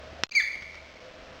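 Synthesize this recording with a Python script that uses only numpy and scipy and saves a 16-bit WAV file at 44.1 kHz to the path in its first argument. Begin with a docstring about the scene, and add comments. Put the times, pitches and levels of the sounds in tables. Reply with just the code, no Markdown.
"""Deer alarm on a wooded hillside

A deer gives one sharp, falling whistle, and the trees ring on after it. Just before, a click close
to the microphone makes the camera's gain control duck the faint background. Twigs tick softly.
The camera stores coarse, slowly sampled sound, which adds grit and mirror tones."""
import sys
import numpy as np
from scipy import signal
from scipy.fft import rfft, irfft, next_fast_len
from scipy.io import wavfile

SR = 44100
rng = np.random.default_rng(int(sys.argv[2]) if len(sys.argv) > 2 else 0)


def pcm_store(signal):
    """Save signal as 16-bit PCM."""
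    levels = np.round(np.clip(np.atleast_2d(signal), -1, 1) * 32767)
    wavfile.write(sys.argv[1], SR, levels.astype(np.int16).T)


N = 61739


def deer():
    """The alarm: a short squeak that breaks into a loud, falling whistle."""
    # both contours: (time [s], pitch [Hz], level [dB], harmonic 2 over the first [dB], roughness [0-1])
    squeak = [(.310, 2393, -35, -2, 0.6), (.317, 2387, -34, 3.5, 0.7), (.320, 2393, -20.5, -0.5, 0),
              (.324, 2296, -23, -2.5, 0.3), (.326, 2747, -29.5, -29, 0.1), (.335, 2660, -38.5, -8, 0.9)]
    whistle = [(.329, 2002, -46, 6.5, .6), (.341, 2116, -35.5, 5, .6), (.348, 2204, -27, -6.5, .6),
               (.352, 2383, -11.5, -2.5, .25), (.362, 2333, -9, -5.5, .1), (.372, 2241, -6, -11, 0.03),
               (.384, 2133, -7, -16.5, .04), (.394, 2026, -21, -7, .15), (.401, 1975, -8.5, -25, .1),
               (.404, 1717, -19, -4, .35), (.412, 1729, -21, -11.5, .35), (.418, 1478, -40.5, -1, 0.9),
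               (.430, 1318, -40.5, -0.5, .7)]
    out = np.zeros(N)
    add(out, *deer_voice(squeak))
    add(out, *deer_voice(whistle))
    return out


def deer_voice(contour):
    """Start time and sound of one cry: pure in the middle, raspy and hissing where the voice breaks."""
    # harmonics 3 to 5: (level over the first [dB])
    upper_db = [-23.5, -41.5, -41.5]
    jitter, rasp_hz, rasp_db, hiss_db, fade_s = 0.043, 404, -4.5, -18.5, 0.0023
    times, hz, db, second_db, roughness = np.transpose(contour)
    t = np.arange(times[0], times[-1], 1 / SR)
    rough = np.interp(t, times, roughness)
    pitch = np.interp(t, times, hz) * (1 + jitter * rough * band(N, 0, rasp_hz)[:len(t)])
    phase = 2 * np.pi * np.cumsum(pitch) / SR
    harmonics_db = [0, np.interp(t, times, second_db)] + upper_db
    tone = sum(amp(level) * np.cos(k * phase) for k, level in enumerate(harmonics_db, 1))
    rasp = 1 + amp(rasp_db) * rough * band(N, 0, rasp_hz)[:len(t)]
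    hiss = amp(hiss_db) * rough * band(N, hz=4246, half_width_hz=1200)[:len(t)]
    fades = np.clip(np.minimum(t - t[0], t[-1] - t) / fade_s, 0, 1)
    return times[0], np.sqrt(2) * amp(np.interp(t, times, db)) * (tone * rasp + hiss) * fades


def forest(voice):
    """The wood answers with a few distinct echoes and a long scatter from the trees."""
    # diffuse tail: (frequency [Hz], t60 [s], level [dB])
    scatter = [(300, .7, -10), (1687, .8, -12.5), (2160, 1.03, -10), (3370, 0.65, -10), (4660, 0.72, -11),
               (8280, 0.52, -8)]
    # early echoes off trunks and slope: (delay [s], level [dB])
    echoes = [(.021, -15), (.038, -13), (.052, -20), (.071, -20)]
    predelay_s, build_s = 0.018, 0.025
    hz, t, noise = signal.stft(rng.standard_normal(N), SR, nperseg=256)
    t60 = curve_at(np.array(scatter)[:, [0, 1]], hz)[:, None]
    db = curve_at(np.array(scatter)[:, [0, 2]], hz)[:, None]
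    tail = signal.istft(noise * amp(db) * decay(t, t60), SR, nperseg=256)[1][:N]
    bloom = np.clip((np.arange(N) / SR - predelay_s) / build_s, 0, 1)
    response = tail * bloom / np.sqrt(SR / 20)
    for delay, echo_db in echoes:
        add(response, delay, amp([echo_db]))
    return signal.fftconvolve(voice, response)[:N]


def click():
    """One hard spike close to the microphone, with a brief ring and rattle."""
    # resonances the click strikes: (frequency [Hz], level [dB], t60 [s])
    modes = [(121, -26.5, 0.025), (666, -26, 0.015), (2495, -21.5, 0.025), (3334, -28, 0.027),
             (5430, -13, 0.012), (4208, -32.5, 0.52)]
    start_s, spike_db, width_s, rattle_db = .23603, 9, .00003, -19.5
    t = np.arange(SR // 8) / SR
    spike = -amp(spike_db) * np.exp(-(t / width_s - 2) ** 2 / 2)
    ring = sum(amp(db) * decay(t, t60) * np.sin(2 * np.pi * hz * t) for hz, db, t60 in modes)
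    rattle = amp(rattle_db) * decay(t, t60=.022) * band(len(t), hz=2505, half_width_hz=6200)
    out = np.zeros(N)
    add(out, start_s, spike + ring + rattle)
    return out


def twigs():
    """Twigs and leaf litter give short, dull snaps and scuffs."""
    # noise bursts: (time [s], level [dB], centre [Hz], t60 [s])
    snaps = [(0.129, -39, 200, 0.041), (.556, -33.5, 1600, .025), (.560, -38, 299, 0.13),
             (0.62, -44, 160, .08), (0.623, -32, 2153, 0.033), (0.745, -29, 1470, 0.0097),
             (0.755, -30, 1400, .008)]
    t = np.arange(SR // 8) / SR
    out = np.zeros(N)
    for start_s, db, hz, t60 in snaps:
        add(out, start_s, amp(db) * decay(t, t60) * band(len(t), hz, hz * 1.5))
    return out


def drone():
    """A faint, far drone: two narrow bands of noise that swell and drift together."""
    # the bands: (centre [Hz], half-width [Hz], base level [dB])
    bands = [(522.5, 30, -54), (639.3, 45, -52)]
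    # their shared waver: (time [s], gain [dB], pitch shift [Hz])
    waver = [(0, 1.5, -10.5), (.13, 2, -14.5), (0.196, 6.5, 40), (.23, -3, 20), (.5, -2.5, -10),
             (.95, -1.5, 0), (1.06, 3, 0), (1.11, -1.5, -9.5), (1.219, 1.5, 0.5), (1.4, -2, -10.5)]
    t = np.arange(N) / SR
    times, gain_db, shift_hz = np.transpose(waver)
    out = np.zeros(N)
    for hz, width, db in bands:
        phase = 2 * np.pi * np.cumsum(hz + np.interp(t, times, shift_hz)) / SR
        out += amp(db) * (band(N, 0, width) * np.cos(phase) + band(N, 0, width) * np.sin(phase))
    return out * amp(np.interp(t, times, gain_db))


def background():
    """The bed: soft, wide air, the drone, a wavering low hum that fades and a little rumble."""
    # tone colour of the air: (frequency [Hz], relative density [dB])
    air_spectrum = [(20, -2), (50, 1), (100, -1), (200, -1.5), (400, -3.5), (800, -6), (1600, -5.5),
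                    (2500, -10.5), (4000, -20), (5500, -23.5), (9000, -46)]
    # swells of the hum and of the rumble: (time [s], level [dB])
    hum_levels = [(0, -51.5), (.2, -49), (.5, -54), (.85, -49), (1, -67.5), (1.4, -65.5)]
    rumble_levels = [(0, -60.5), (.15, -54), (.6, -64), (1, -63.5), (1.17, -55), (1.4, -55.5)]
    air_db, hum_hz, waver_hz = -49.5, 72.75, 2.5
    air = amp(air_db) * unit(colour(rng.standard_normal(N), lambda f: amp(curve_at(air_spectrum, f))))
    hum_pitch = hum_hz + waver_hz * band(N, 0, half_width_hz=6)
    hum = swell(hum_levels) * unit(np.sin(2 * np.pi * np.cumsum(hum_pitch) / SR))
    far_drone = drone()
    rumble = swell(rumble_levels) * band(N, hz=49.83, half_width_hz=12)
    return air + far_drone + hum + rumble


def gain_control(x):
    """The camera ducks on peaks, harder after an overload, and clips what still gets past."""
    lag_s, ceiling = 0.011, .68
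    duck_db = 0.38 * excess(x, above_db=-18, recover_db_per_s=25)
    overload_db = .8 * excess(x, above_db=-2.5, recover_db_per_s=58.5)
    pole = np.exp(-1 / (lag_s * SR))
    reduction_db = signal.lfilter([1 - pole], [1, -pole], duck_db + overload_db)
    return np.clip(x * amp(-reduction_db), -ceiling, ceiling)


def coarse_storage(x):
    """Coarse steps add grit; keeping only every fourth sample adds mirror tones."""
    stride, step, bias_steps, dc_cut_hz = 4, 1 / 128, -0.11, 4.5
    stepped = np.round(x[::stride] / step + bias_steps) * step
    dc_block = signal.butter(1, dc_cut_hz, "high", fs=SR / stride)
    stored = np.zeros(N)
    stored[::stride] = stride * signal.lfilter(*dc_block, stepped - stepped.mean())
    return stored


def playback(stored):
    """A leaky filter lets mirror tones through, up to a steep band limit."""
    # filter response: (frequency [Hz], gain [dB])
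    leaky_filter = [(20, -2.5), (3000, 0), (4700, -3), (5500, -5), (6300, -10), (7000, -15.5),
                    (8000, -23.5), (8750, -35.5), (10000, -45.5), (11800, -52.5), (13300, -44),
                    (14500, -31.5), (15700, -30)]
    played = colour(stored, lambda f: amp(curve_at(leaky_filter, f)))
    band_limit = signal.firwin(511, cutoff=16050, window=("kaiser", 9), fs=SR)
    return signal.oaconvolve(played, band_limit, "same")


def excess(x, above_db, recover_db_per_s):
    """How far the held, slowly falling peak level stands over a threshold, in dB."""
    fall_db = np.arange(N) / SR * recover_db_per_s
    held_db = np.maximum.accumulate(20 * np.log10(abs(x) + 1e-9) + fall_db) - fall_db
    return np.maximum(held_db - above_db, 0)


def amp(db):
    """Decibels to gain."""
    return 10 ** (np.asarray(db) / 20)


def unit(x):
    """Scales to rms 1."""
    return x / np.sqrt(np.mean(x ** 2) + 1e-20)


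def decay(t, t60):
    """Falls by 60 dB in t60 seconds."""
    return amp(-60 * t / t60)


def swell(points):
    """A fader ride through rows of (time [s], level [dB])."""
    return amp(np.interp(np.arange(N) / SR, *np.transpose(points)))


def curve_at(points, hz):
    """Interpolates rows of (frequency [Hz], value) on a log-frequency axis."""
    f, value = np.transpose(points)
    return np.interp(np.log(hz + 1), np.log(f), value)


def add(mix, start_s, sound):
    """Drops a sound into the mix."""
    part = mix[round(start_s * SR):][:len(sound)]
    part += sound[:len(part)]


def colour(x, gain):
    """Filters by a gain that is a function of frequency."""
    size = next_fast_len(len(x) + 2048)
    return irfft(rfft(x, size) * gain(np.fft.rfftfreq(size, 1 / SR)), size)[:len(x)]


def band(count, hz, half_width_hz):
    """Noise of rms 1 in one resonance; centred on 0 Hz, it is a random wobble."""
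    return unit(colour(rng.standard_normal(count), lambda f: 1 / (1 + ((f - hz) / half_width_hz) ** 2)))


def scene():
    """The deer in its wood, and the small sounds around the camera, in mono."""
    voice = deer()
    return (voice + forest(voice) + click() + twigs() + background())[None]


def record(dry):
    """The camera's chain: ducking, gritty storage, leaky playback."""
    ducked = gain_control(dry[0])
    return playback(coarse_storage(ducked))[None]


dry = scene()
out = record(dry)
pcm_store(out)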